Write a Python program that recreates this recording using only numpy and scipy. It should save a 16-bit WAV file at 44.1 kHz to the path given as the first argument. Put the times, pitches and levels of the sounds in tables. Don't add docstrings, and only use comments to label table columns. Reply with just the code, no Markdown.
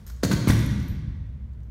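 import sys
import numpy as np
from scipy import signal
from scipy.fft import rfft, irfft
from scipy.io import wavfile
from scipy.ndimage import uniform_filter1d

SR = 44100
rng = np.random.default_rng(int(sys.argv[2]) if len(sys.argv) > 2 else 0)


def generate_wav(signal):
    frames = np.transpose(np.atleast_2d(signal))
    scaled = np.clip(frames, -1, 1) * 32767
    pcm = np.round(scaled).astype(np.int16)
    wavfile.write(sys.argv[1], SR, pcm)


def gain_from_db(level_db):
    decades = np.asarray(level_db, float) / 20
    return 10 ** decades


N = 74970

# freq_hz [Hz], t60_s [s]
HALL_T60 = [(60, 3.66), (150, 2.41), (350, 1.36), (1000, 1.34), (3000, 1.433), (6000, 1.05), (10000, 0.81),
            (16000, 0.5)]
# freq_hz [Hz], density_db [dB per Hz]
CLACK_SPECTRUM = [(240, -20), (400, -7), (777, -5), (2220, -13), (2840, -16), (3370, -14.5), (6640, -18),
                  (7400, -21), (16000, -23)]
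# freq_hz [Hz], level_db [dB]
TICK_SPECTRUM = [(700, -9), (1600, 0), (2700, -7), (4500, -3), (6500, -1.5), (9000, -12), (12000, -8.5),
                 (16000, -18)]


def read(points, hz):
    freq_hz, value = np.transpose(points)
    return np.interp(np.log(hz + 1), np.log(freq_hz + 1), value)


def evened(x):
    return x / np.sqrt(np.mean(x ** 2) + 1e-20)


def coloured(x, points):
    gain = gain_from_db(read(points, np.fft.rfftfreq(len(x), 1 / SR)))
    return irfft(rfft(x) * gain, len(x))


def resonate(x, hz, width_hz):
    r = np.exp(-np.pi * width_hz / SR)
    pole = r * np.exp(2j * np.pi * hz / SR)
    return 2 * signal.lfilter([1 - r], [1, -pole], x).real


def add(mix, start_s, sound):
    part = mix[round(start_s * SR):][:len(sound)]
    part += sound[:len(part)]


def ventilation():
    # freq_hz [Hz], density_db [dB per Hz]
    air_spectrum = [(12, 2), (20, -2), (77, -2), (216, -12), (277, -24.5), (1260, -39.5), (2600, -44.5),
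                    (3950, -52.5), (16000, -66.5)]
    duct_hz, duct_width_hz, duct_db = 58.7, 23.3, -43
    hum_hz, hum_db = 60.8, -39
    duct = rng.standard_normal(N)
    for _ in range(2):
        duct = resonate(duct, duct_hz, duct_width_hz)
    air = coloured(rng.standard_normal(N), air_spectrum)
    hum = np.sqrt(2) * np.sin(2 * np.pi * hum_hz * np.arange(N) / SR)
    return gain_from_db(hum_db) * hum + gain_from_db(-42.5) * evened(air) + gain_from_db(duct_db) * evened(duct)


def earlier_echo():
    noise = evened(coloured(rng.standard_normal(N), CLACK_SPECTRUM))
    hz, t, z = signal.stft(noise, SR, nperseg=512)
    decay = gain_from_db(-61.5 - 60 * t / read(HALL_T60, hz)[:, None])
    return signal.istft(z * decay, SR, nperseg=512)[1][:N]


def hall(x):
    # freq_hz [Hz], level_db [dB]
    wet = [(50, 0), (100, 2.5), (200, -1), (400, -3), (1000, -2.5), (3000, 1), (7000, -2), (15000, -4.5)]
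    spacing, build_s = 20, 0.012
    taps = np.zeros(N)
    at = np.arange(200, N - spacing, spacing)
    taps[at + rng.integers(0, spacing, len(at))] = rng.choice([-1., 1.], len(at))
    hz, t, z = signal.stft(taps, SR, nperseg=1024)
    t60 = read(HALL_T60, hz)[:, None]
    unit_energy = np.sqrt(2 * np.log(1000) * spacing / SR / t60)
    z = z * gain_from_db(read(wet, hz)[:, None] - 60 * t / t60) * unit_energy
    tail = signal.istft(z, SR, nperseg=1024)[1][:N]
    tail *= 1 - np.exp(-np.arange(N) / SR / build_s)
    return signal.fftconvolve(x, tail)[:N]


def rustle():
    u = np.arange(8192) / SR / 0.045
    grains = gain_from_db(1.8 * evened(uniform_filter1d(rng.standard_normal(len(u)), size=120)))
    scrape = evened(coloured(rng.standard_normal(len(u)), TICK_SPECTRUM))
    return gain_from_db(-50.5) * scrape * grains * np.sqrt(u) * np.exp(-u ** 2)


def knock(ring_db, tick_db, tick_hz):
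    # freq_hz [Hz], level_db [dB], t60_s [s]
    swivel = [(13320, 0, .22), (13262, -8, .2), (8720, -16, .08), (11170, -22, .1)]
    tick_s, attack_s, tick_q = 0.0046, 0.00065, 15
    t = np.arange(16384) / SR
    ring = sum(gain_from_db(db - 60 * t / t60) * np.sin(2 * np.pi * f * t) for f, db, t60 in swivel)
    snap = rng.standard_normal(len(t))
    tick = evened(coloured(snap, TICK_SPECTRUM)) + evened(resonate(snap, tick_hz, tick_hz / tick_q))
    tick = tick * np.exp(-t / tick_s) * np.minimum(t / attack_s, 1)
    return gain_from_db(ring_db) * ring, gain_from_db(tick_db) * tick


def slings():
    # start_s [s], ring_db [dB], tick_db [dB], tick_hz [Hz]
    knocks = [(0.0654, -48.5, -51.5, 6360), (0.071, -70, -48.5, 1670), (.077, -73, -52, 8900),
              (.099, -55, -57, 8100), (0.0989, -68, -45.5, 1390), (0.1182, -59, -57.5, 4450),
              (.1635, -91, -60, 6950), (.509, -48, -36, 8560), (0.5905, -48, -40.5, 6700),
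              (0.6612, -58, -43, 11300), (0.711, -73, -48.5, 5050), (.800, -67, -49, 6000),
              (.827, -61, -58.5, 12160), (.853, -74, -73, 9200), (0.882, -50, -58.5, 9600),
              (1.533, -95, -70.5, 4180), (1.632, -80, -71.5, 6000)]
    rings, ticks = np.zeros((2, N))
    add(ticks, 0.066, rustle())
    for start_s, ring_db, tick_db, tick_hz in knocks:
        ring, tick = knock(ring_db, tick_db, tick_hz)
        add(rings, start_s, ring)
        add(ticks, start_s, tick)
    return rings, ticks


def thump(db, hz):
    rise_s, decay_cycles, sag_s = 0.0016, 0.99, 0.01303
    t = np.arange(4096) / SR
    turns = hz * sag_s * np.log1p(t / sag_s)
    envelope = (1 - np.exp(-t / rise_s)) * np.exp(-turns / decay_cycles)
    return gain_from_db(db) * 2 * envelope * np.sin(2 * np.pi * turns)


def low_slaps():
    # start_s [s], level_db [dB],
    # pitch_hz [Hz]
    slaps = [(.262, -18.5, 138), (.29, -22, 106), (0.343, -23, 72.6), (0.477, -19.5, 73),
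             (0.724, -19.5, 100.9), (0.789, -16, 116), (0.868, -20, 108.6), (0.899, -15, 104.5),
             (1.075, -19, 89.24), (1.206, -23, 88), (1.512, -33, 62)]
    out = np.zeros(N)
    for start_s, level_db, pitch_hz in slaps:
        add(out, start_s, resonate(thump(level_db, pitch_hz), pitch_hz, pitch_hz))
    return out


def clack(db, hz):
    stock_share, stock_q, mode_db = 0.42, 10, 2
    attack_s, clack_s, rattle_s, rattle_db = 0.00068, 0.0025, 0.014, -10
    t = np.arange(4096) / SR
    roughness_db = 2.5 * evened(uniform_filter1d(rng.standard_normal(len(t)), size=30))
    grit = rng.standard_normal(len(t)) * gain_from_db(roughness_db)
    wide = evened(coloured(grit, CLACK_SPECTRUM))
    dulling_hz = min(4 * hz, SR / 2.5)
    wide = signal.lfilter(*signal.butter(1, dulling_hz, fs=SR), wide)
    mode = np.sin(2 * np.pi * hz * t) * np.exp(-t / rattle_s)
    rung = evened(resonate(grit, hz, hz / stock_q)) + gain_from_db(mode_db) * mode
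    fade = np.exp(-t / clack_s) + gain_from_db(rattle_db) * np.exp(-t / rattle_s)
    body = stock_share * rung + (1 - stock_share) * wide
    return gain_from_db(db) * body * np.minimum(t / attack_s, 1) * fade


def rifle_butts():
    # start_s [s], thump_db [dB], thump_hz [Hz], clack_db [dB], clack_hz [Hz]
    blows = [(.228, -38, 195, -37.5, 1100), (0.2327, -14, 605, -18.5, 1423), (0.234, -10.5, 355, -25, 6230),
             (0.2377, -21.5, 270, -23, 4470), (0.2416, -36, 247, -28.5, 6300),
             (0.248, -13, 236, -23.5, 6650), (0.305, -16, 231.5, -29.5, 1170),
             (0.3121, -14.5, 285, -21, 1584), (.3175, -30.5, 250, -21.5, 1554),
             (0.3155, -22, 248, -23.5, 4310), (0.326, -16.5, 241, -27.5, 3530),
             (.329, -17.5, 266, -26.5, 6350), (.335, -8.5, 213, -29, 4400), (0.4729, -6, 259, -22, 1030),
             (0.4781, -15, 166, -23.5, 2130), (0.4867, -12.5, 132, -21, 2210),
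             (0.4797, -33, 198.3, -28, 12600), (0.4854, -30, 153, -26.5, 9300),
             (0.4929, -16, 213, -23, 5900), (.4985, -10, 208.5, -25, 1550),
             (0.5021, -7, 240.7, -20.5, 1887), (.504, -29, 234, -23, 3656), (.517, -22.5, 165.6, -26, 1523),
             (.533, -14, 172.8, -29.5, 1920)]
    out = np.zeros(N)
    for start_s, thump_db, thump_hz, clack_db, clack_hz in blows:
        add(out, start_s, thump(thump_db, thump_hz) + clack(clack_db, clack_hz))
    return out


def scene():
    butts = rifle_butts()
    rings, ticks = slings()
    direct = butts + rings + ticks
    reverberant = hall(butts + gain_from_db(-1.5) * ticks)
    mix = direct + low_slaps() + reverberant + earlier_echo() + ventilation()
    return mix[None]


def low_pass(x):
    return signal.sosfilt(signal.butter(12, 16430, fs=SR, output="sos"), x)


def record(dry):
    # freq_hz [Hz], width_hz [Hz], share taken out [0-1]
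    mic_dips = [(757, 140, 0.46), (2690, 620, 0.34)]
    bass_cut = signal.butter(3, 45.3, "high", fs=SR, output="sos")
    x = signal.sosfilt(bass_cut, dry)
    x = x - sum(share * resonate(x, hz, width_hz) for hz, width_hz, share in mic_dips)
    band_limit = signal.firwin(255, 15900, window=("kaiser", 9), fs=SR)
    x = signal.oaconvolve(x, band_limit[None], "same")
    return low_pass(x)


dry = scene()
out = record(dry)
generate_wav(out)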